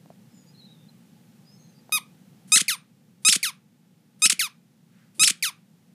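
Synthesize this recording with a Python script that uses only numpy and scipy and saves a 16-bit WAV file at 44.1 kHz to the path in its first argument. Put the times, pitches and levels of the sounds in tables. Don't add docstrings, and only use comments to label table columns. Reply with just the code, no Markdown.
import sys
import numpy as np
from scipy import signal
from scipy.fft import rfft, irfft, next_fast_len
from scipy.io import wavfile
from scipy.ndimage import uniform_filter1d, map_coordinates

SR = 44100
rng = np.random.default_rng(int(sys.argv[2]) if len(sys.argv) > 2 else 0)


def pcm_store(signal):
    levels = np.round(np.clip(np.atleast_2d(signal), -1, 1) * 32767)
    wavfile.write(sys.argv[1], SR, levels.astype(np.int16).T)


N = 261954
TOP_HZ = 15450


def amp(db):
    return 10 ** (np.asarray(db) / 20)


def unit(x):
    return x / np.sqrt(np.mean(x ** 2) + 1e-20)


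def along(points, hz):
    point_hz, values = np.transpose(points)
    return np.interp(np.log(hz + 1), np.log(point_hz + 1), values)


def trace(rows):
    row_s, *columns = np.transpose(rows)
    t = np.arange(row_s.min(), row_s.max(), 1 / SR)
    return [np.interp(t, row_s, column) for column in columns]


def clock(length_s):
    t = np.arange(int(length_s * SR)) / SR
    return t, t / t[-1]


def add(track, start_s, sound):
    part = track[max(round(start_s * SR), 0):][:len(sound)]
    part += sound[:len(part)]


def faded(x, edge):
    t = np.arange(len(x)) / SR
    return x * np.clip(np.minimum(t, t[::-1]) / edge, 0, 1)


def wobble(n, rate):
    knots = rng.standard_normal(int(n * rate / SR) + 4)
    return map_coordinates(knots, [np.arange(n) * rate / SR])


def noise(n, spectrum):
    m = next_fast_len(n + SR // 8)
    gain = amp(along(spectrum, np.fft.rfftfreq(m, 1 / SR)))
    shaped = irfft(rfft(rng.standard_normal(m)) * gain, m)
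    return unit(shaped)[:n]


def causal(spectrum, hz, size=2048):
    grid = np.fft.rfftfreq(size, 1 / SR)
    cepstrum = irfft(np.log(amp(along(spectrum, grid))))
    return np.exp(np.interp(hz, grid, rfft(2 * cepstrum[:size // 2], size)))


# pitch_hz, level_db
AIR_COLOUR = [(100, -39), (800, -33.5), (1400, -22), (2400, -8), (4000, 3), (6500, 4.5), (9500, 7),
              (11000, -1), (12500, -7.5), (15500, -17.5)]


def reed(hz, tone_db, air_db, horn, jitter, dulling):
    n = len(hz)
    hz = hz * (1 + jitter * amp(air_db - tone_db) * wobble(n, 810))
    phase = 2 * np.pi * np.cumsum(hz) / SR
    k = np.arange(1, 19)[:, None]
    softness = amp(-dulling * (tone_db.max() - tone_db) * np.log2(k))
    partials = causal(horn, k * hz) * softness * (k * hz < TOP_HZ)
    pulses = (partials * np.exp(1j * k * phase)).real.sum(0)
    pulses = pulses / np.sqrt((abs(partials) ** 2).sum(0) / 2)
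    tone = amp(tone_db + .5 * wobble(n, 700)) * pulses
    air = amp(air_db) * unit(noise(n, AIR_COLOUR) * (1 + .5 * np.cos(phase)))
    return faded(tone + air, edge=0.00093)


# start_s, length_s, time_to_overblow_s, highest_pitch_hz, level_db, lead_of_first_puff_s, thump_db
BITES = [(2.5193, .05, 0.042, 2090, -8, 0.046, -23.5), (3.249, 0.053, 0.039, 3800, -7, 0.029, -21),
         (4.2198, .048, .038, 3800, -7.5, .031, -23), (5.195, 0.055, 0.041, 3800, -8, 0.052, -27)]
# pitch_hz, level_db
BLOWN_COLOUR = [(300, -36), (900, -16), (1250, -8), (2500, 1.5), (3800, 2.5), (5100, 1), (6400, 1.5),
                (8800, 5.5), (10200, 1), (11500, -9.5), (13000, -16), (15500, -27.5)]
REED_HZ, CREEP_HZ_PER_S = 1222, 2300
JUMP_HZ, JUMP_S = 1068, .0011
CLIMB_HZ, CLIMB_S = 1356, .012
PRESS_SWELL_DB = 7.5
PRESS_AIR_DB, PRESS_AIR_SWELL_DB = -14, 11.5


def presses():
    out = np.zeros(N)
    for start_s, length_s, overblow_s, top_hz, level_db, *_ in BITES:
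        t, _ = clock(length_s)
        jump = (1 + np.tanh((t - overblow_s) / JUMP_S / 2)) / 2
        climb = (np.maximum(t - overblow_s, 0) / CLIMB_S) ** 2
        hz = REED_HZ + CREEP_HZ_PER_S * t + JUMP_HZ * jump + CLIMB_HZ * climb
        hz = np.minimum(hz, top_hz)
        to_go = np.maximum(1 - t / overblow_s, 0)
        tone_db = level_db - PRESS_SWELL_DB * to_go
        air_db = tone_db + PRESS_AIR_DB - PRESS_AIR_SWELL_DB * to_go
        add(out, start_s, reed(hz, tone_db, air_db, BLOWN_COLOUR, jitter=0.028, dulling=0.055))
    return out


# start_s, length_s, first_pitch_hz, fall_curve (1 = even), level_db, fade_db, air_noise_db, thump_db
JAW_EASES = [(2.5695, .0475, 2075, 1.08, -7, 8.1, -28.5, -24.5),
             (3.324, 0.04, 2940, 1.9, -6.5, 7.3, -22.5, -21.5),
             (4.297, .034, 2955, 1.9, -7, 7.7, -25.5, -28),
             (5.274, .0352, 2975, 1.74, -7.5, 6.1, -24.5, -27.5)]
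SLACK_HZ, SNAP_HZ = 1024, 3900
SLACK_AT, SLACK_CURVE = .53, 1.8
SLACK_DIP_DB, SLACK_WIDTH = 14, .18


def eases():
    out = np.zeros(N)
    for start_s, length_s, first_hz, fall_curve, level_db, fade_db, air_db, _ in JAW_EASES:
        _, share = clock(length_s)
        falling = np.maximum(1 - share / SLACK_AT, 0)
        rising = np.maximum((share - SLACK_AT) / (1 - SLACK_AT), 0)
        fall = (first_hz / SLACK_HZ) ** (falling ** fall_curve)
        rise = (SNAP_HZ / SLACK_HZ) ** (rising ** SLACK_CURVE)
        hz = SLACK_HZ * fall * rise
        slack_dip = SLACK_DIP_DB * np.exp(-((share - SLACK_AT) / SLACK_WIDTH) ** 2)
        tone_db = level_db - fade_db * share - slack_dip
        add(out, start_s, reed(hz, tone_db, air_db, BLOWN_COLOUR, jitter=0.061, dulling=0.084))
    return out


# start_s, length_s, first_pitch_hz (before the kick), level_db, fade_db
FAST_REFILLS = [(2.681, 0.078, 2306, -14, 12), (3.429, .08, 2293, -14.5, 10.5),
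                (4.393, 0.087, 2303, -14, 11.5), (5.425, 0.08, 2310, -15.5, 10)]
GENTLE_REFILLS = [(1.922, 0.066, 1243, -21, 0.91)]
# pitch_hz, level_db
SUCKED_COLOUR = [(300, -38), (900, 6), (1250, -8.5), (2400, 0), (3800, 0), (5000, -3), (6300, -2.5),
                 (7600, -12.5), (8800, -8), (10100, -0.5), (11300, -8.5), (12600, -8.5), (15200, -16.5)]
# pitch_hz, level_db
GENTLE_COLOUR = [(300, -35.5), (900, 4.5), (1250, -8), (2500, 0.5), (3800, -2), (5000, -5.5), (6300, -6),
                 (7550, -15), (8800, -4.5), (10100, -2.5), (11300, -2.5), (12600, -7), (13800, -14.5),
                 (15200, -18)]
SUCKED_HZ, SETTLE_S, SETTLE_CURVE = 1264, .0235, 1.9
SAG_CURVE, SAG_HZ, SAG_DB = 5.8, 407.3, 16.5
KICK_S = .0018


def refills(strokes, horn, kick_hz, air_db, jitter, dulling):
    out = np.zeros(N)
    for start_s, length_s, first_hz, level_db, fade_db in strokes:
        t, share = clock(length_s)
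        sag = share ** SAG_CURVE
        settling = (first_hz - SUCKED_HZ) * np.exp(-(t / SETTLE_S) ** SETTLE_CURVE)
        kick = kick_hz * np.exp(-t / KICK_S)
        hz = SUCKED_HZ + settling + kick - SAG_HZ * sag
        tone_db = level_db - fade_db * share - SAG_DB * sag
        add(out, start_s, reed(hz, tone_db, tone_db + air_db, horn, jitter, dulling))
    return out


# pitch_hz, level_db (before a 13 dB cut), time_to_fall_60_db_s
RING_MODES = [(5170, -37, .09), (8900, -30.5, 0.14)]


def squeaker_ring(x):
    t = np.arange(SR // 4) / SR
    ring = np.zeros(len(t))
    for hz, level_db, fall_s in RING_MODES:
        ring += amp(level_db - 13.0 - 60 * t / fall_s) * np.sin(2 * np.pi * hz * t)
    return signal.fftconvolve(x, ring)[:N]


def whistle(hz, waver):
    wavering_hz = hz * (1 + waver * wobble(len(hz), 400))
    return np.sqrt(2) * np.sin(2 * np.pi * np.cumsum(wavering_hz) / SR)


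def shuts():
    overblown = [(start_s + overblow_s, db) for start_s, _, overblow_s, *_, db in BITES]
    snapped = [(start_s + length_s - .0015, db) for start_s, length_s, *_, db in JAW_EASES]
    return overblown + snapped


# start_s, length_s, whistle_db, air_noise_db
CHOKED_WHISTLES = [(3.3007, 0.028, -15.5, -19.5), (4.2648, .0112, -18, -17.5), (5.25, .0248, -16, -20.5)]
# pitch_hz, level_db
PORT_COLOUR = [(1000, -16.5), (7000, -14), (9400, -5), (11000, -13.5), (16000, -31)]
# start_s, length_s, level_db
SCREECH_BURST = (2.5335, .029, -14.5)
# pitch_hz, level_db
SCREECH_COLOUR = [(3000, -52.5), (5800, -17.5), (6700, 0.5), (8500, 1), (9600, -4.5), (11000, -15.5),
                  (16000, -29.5)]
CHOKE_HZ, CHOKE_PEAK_S, CHOKE_ARCH_HZ = 5480, .0092, 510
PUFF_DB = -55.5


def escaping_air():
    out = np.zeros(N)
    for start_s, length_s, whistle_db, air_db in CHOKED_WHISTLES:
        t, _ = clock(length_s)
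        hz = CHOKE_HZ - CHOKE_ARCH_HZ * (t / CHOKE_PEAK_S - 1) ** 2
        tone = whistle(hz, waver=.008) + amp(-12.5) * whistle(2 * hz, waver=0.0066)
        choked = amp(whistle_db) * tone + amp(air_db) * noise(len(t), AIR_COLOUR)
        add(out, start_s, faded(choked, edge=0.00044))
    for start_s, *_, lead_s, _ in BITES:
        puff = faded(noise(int(0.055 * SR), PORT_COLOUR), edge=0.009)
        add(out, start_s - lead_s, amp(PUFF_DB) * puff)
    t, _ = clock(.1)
    for start_s, thump_db in shuts():
        add(out, start_s, amp(thump_db - 60 * t / 0.04) * noise(len(t), AIR_COLOUR))
    start_s, length_s, level_db = SCREECH_BURST
    screech = faded(noise(int(length_s * SR), SCREECH_COLOUR), edge=.002)
    add(out, start_s, amp(level_db) * screech)
    return out


def leak(hz, level_db):
    unsteady = unit(1 + .35 * wobble(len(hz), 50) + .55 * wobble(len(hz), 450))
    return faded(amp(level_db - .5) * whistle(hz, waver=0.0088) * unsteady, edge=.014)


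# start_s, length_s, first_pitch_hz, last_pitch_hz, rise_at_swell_hz, level_db (before a 0.5 dB cut)
SHORT_LEAKS = [(.3, 0.15, 5230, 4930, -4, -71), (.33, .12, 7270, 6730, -38, -64),
               (0.451, 0.084, 4680, 5060, 40, -66), (0.456, 0.07, 6800, 6550, 132, -69),
               (0.878, .032, 4150, 3980, 20, -59), (1.44, .145, 4680, 5190, 170, -61),
               (1.506, .25, 6270, 6170, 209.5, -66.5), (1.56, .18, 4300, 4080, -9, -71.5),
               (1.742, 0.071, 4760, 4740, 39, -63)]
# time_s, pitch_hz, level_db (before a 2.5 dB cut in all)
SINKING_LEAK = [(0.53, 4463, -58), (0.556, 3970, -60), (0.576, 4300, -58), (0.594, 4270, -55),
                (0.614, 3884, -53.5), (0.658, 4090, -55), (0.678, 3737, -60), (0.732, 3880, -56),
                (0.758, 3639, -65.5), (0.88, 3652, -69)]


def leaks():
    out = np.zeros(N)
    for start_s, length_s, first_hz, last_hz, rise_hz, level_db in SHORT_LEAKS:
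        _, share = clock(length_s)
        swell = 4 * share * (1 - share)
        hz = first_hz + (last_hz - first_hz) * share + rise_hz * swell
        add(out, start_s, np.sqrt(swell) * leak(hz, level_db))
    hz, level_db = trace(SINKING_LEAK)
    add(out, SINKING_LEAK[0][0], leak(hz, level_db - 2.0))
    return out


# pitch_hz, level_db
THUMP_COLOUR = [(40, -49), (90, -23.5), (130, -9), (175, 2.5), (260, -1.5), (380, -10.5), (600, -16.5),
                (900, -41.5), (2000, -51)]
# start_s, level_db, pitch_hz, time_to_fall_60_db_s
TOOTH_TAPS = [(0.0595, -37, 674, 0.0049), (0.103, -35, 656, 0.02), (1.8943, -32.5, 780, 0.0077)]


def thumps():
    out = np.zeros(N)
    t = np.arange(SR // 10) / SR
    thump = irfft(causal(THUMP_COLOUR, np.fft.rfftfreq(len(t), 1 / SR), size=16384))
    for start_s, thump_db in shuts():
        add(out, start_s, amp(thump_db) * thump / abs(thump).max())
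    for start_s, level_db, hz, fall_s in TOOTH_TAPS:
        ring = np.sin(2 * np.pi * hz * t) * amp(-60 * t / fall_s)
        tick = amp(-21.5 - 60 * t / 0.0035) * rng.standard_normal(len(t))
        add(out, start_s, amp(level_db) * (ring + tick))
    low_cut = signal.butter(2, 100, "highpass", fs=SR, output="sos")
    return signal.sosfilt(low_cut, out)


# start_s, length_s, level_db, pitch_hz, fall_per_octave_above_db
BLANKET_RUBS = [(4.365, 0.07, -55.5, 358, 23), (4.829, 0.34, -67.5, 1500, 9),
                (5.167, 0.052, -50.5, 320, 21.5), (5.19, 0.092, -40.5, 168, 20)]


def blanket():
    out = np.zeros(N)
    for start_s, length_s, level_db, hz, fall_db in BLANKET_RUBS:
        n = int(length_s * SR)
        rub = noise(n, [(hz / 3, -28), (hz, 0), (2 * hz, -fall_db), (10 * hz, -3 * fall_db)])
        add(out, start_s, amp(level_db) * unit(rub * np.hanning(n)))
    return out


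def near_surfaces(x, count=8):
    out = np.zeros(N)
    delays_s = rng.uniform(0.0012, 0.017, count)
    signs = rng.choice([-1, 1], count)
    for delay_s, sign in zip(delays_s, signs):
        add(out, delay_s, sign * x / np.sqrt(count))
    return out


# pitch_hz, time_to_fall_60_db_s
TAIL_DECAY = [(200, 0.25), (1500, 0.26), (5000, 0.2), (9000, 0.23), (15000, 0.092)]
# pitch_hz, level_db
TAIL_COLOUR = [(150, -5), (1200, 2.5), (2500, 2.5), (5000, -1), (9000, -8), (13000, 1.5)]


def room(x):
    hz, t, z = signal.stft(rng.standard_normal((2, SR // 2)), SR, nperseg=256)
    fall_s = along(TAIL_DECAY, hz)[:, None]
    z = z * amp(along(TAIL_COLOUR, hz)[:, None] - 60 * t / fall_s)
    width = amp(along([(3000, -55), (5500, -38)], hz))[:, None]
    tails = signal.istft(np.array([z[0], z[1] * width]), SR, nperseg=256)[1]
    tails = tails / np.linalg.norm(tails[0])
    tails = np.pad(tails, ((0, 0), (int(0.0028 * SR), 0)))
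    mid, side = signal.fftconvolve(x[None], tails, axes=1)[:, :N]
    return np.array([mid + side, mid - side])


# pitch_hz, level_db
RUMBLE_COLOUR = [(15, -71), (25, -41.5), (60, -48.5), (85, -26), (94, -23.5), (104, -10), (168, 1.5),
                 (237, -4.5), (267, -12.5), (432, -22), (502, -18), (628, -32.5), (860, -23), (900, -29.5),
                 (1170, -59.5), (1980, -120)]
# pitch_hz, level_db
HISS_COLOUR = [(350, -30.5), (600, -0.5), (820, -6.5), (1120, -3.5), (1320, -4), (2750, -5), (14700, -12),
               (15500, -14.5)]
RUMBLE_DB, HISS_DB = -53.5, -66


def background():
    return amp(RUMBLE_DB) * noise(N, RUMBLE_COLOUR) + amp(HISS_DB) * noise(N, HISS_COLOUR)


def scene():
    blown = presses() + eases()
    drawn = refills(FAST_REFILLS, SUCKED_COLOUR, kick_hz=553, air_db=-14, jitter=.035, dulling=0.1)
    drawn = drawn + refills(GENTLE_REFILLS, GENTLE_COLOUR, kick_hz=0, air_db=-22.5, jitter=0.032, dulling=.12)
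    ball = drawn + squeaker_ring(drawn) - blown
    ball = ball + leaks() + escaping_air() + thumps() + blanket()
    return ball + amp(-18) * near_surfaces(ball) + amp(-20.0) * room(ball) + background()


LIMIT_DB, LIMIT_WINDOW_S, RECOVER_DB_PER_S = -13, 0.0069, 2.5


def gain_control(x):
    power = abs(uniform_filter1d(x.mean(0) ** 2, int(LIMIT_WINDOW_S * SR)))
    excess_db = np.maximum(10 * np.log10(power + 1e-12) - LIMIT_DB, 0)
    recovery_db = RECOVER_DB_PER_S * np.arange(N) / SR
    return x * amp(recovery_db - np.maximum.accumulate(excess_db + recovery_db))


def record(dry):
    held = gain_control(dry)
    rounded = held / (1 + abs(held / .8) ** 6) ** (1 / 6)
    low_cut = signal.butter(2, 60, "highpass", fs=SR, output="sos")
    rounded = signal.sosfilt(low_cut, rounded)
    m = next_fast_len(N + SR // 2)
    band = np.clip((TOP_HZ - np.fft.rfftfreq(m, 1 / SR)) / 300 + .5, 0, 1)
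    return irfft(rfft(rounded, m) * band, m)[:, :N]


dry = scene()
out = record(dry)
pcm_store(out)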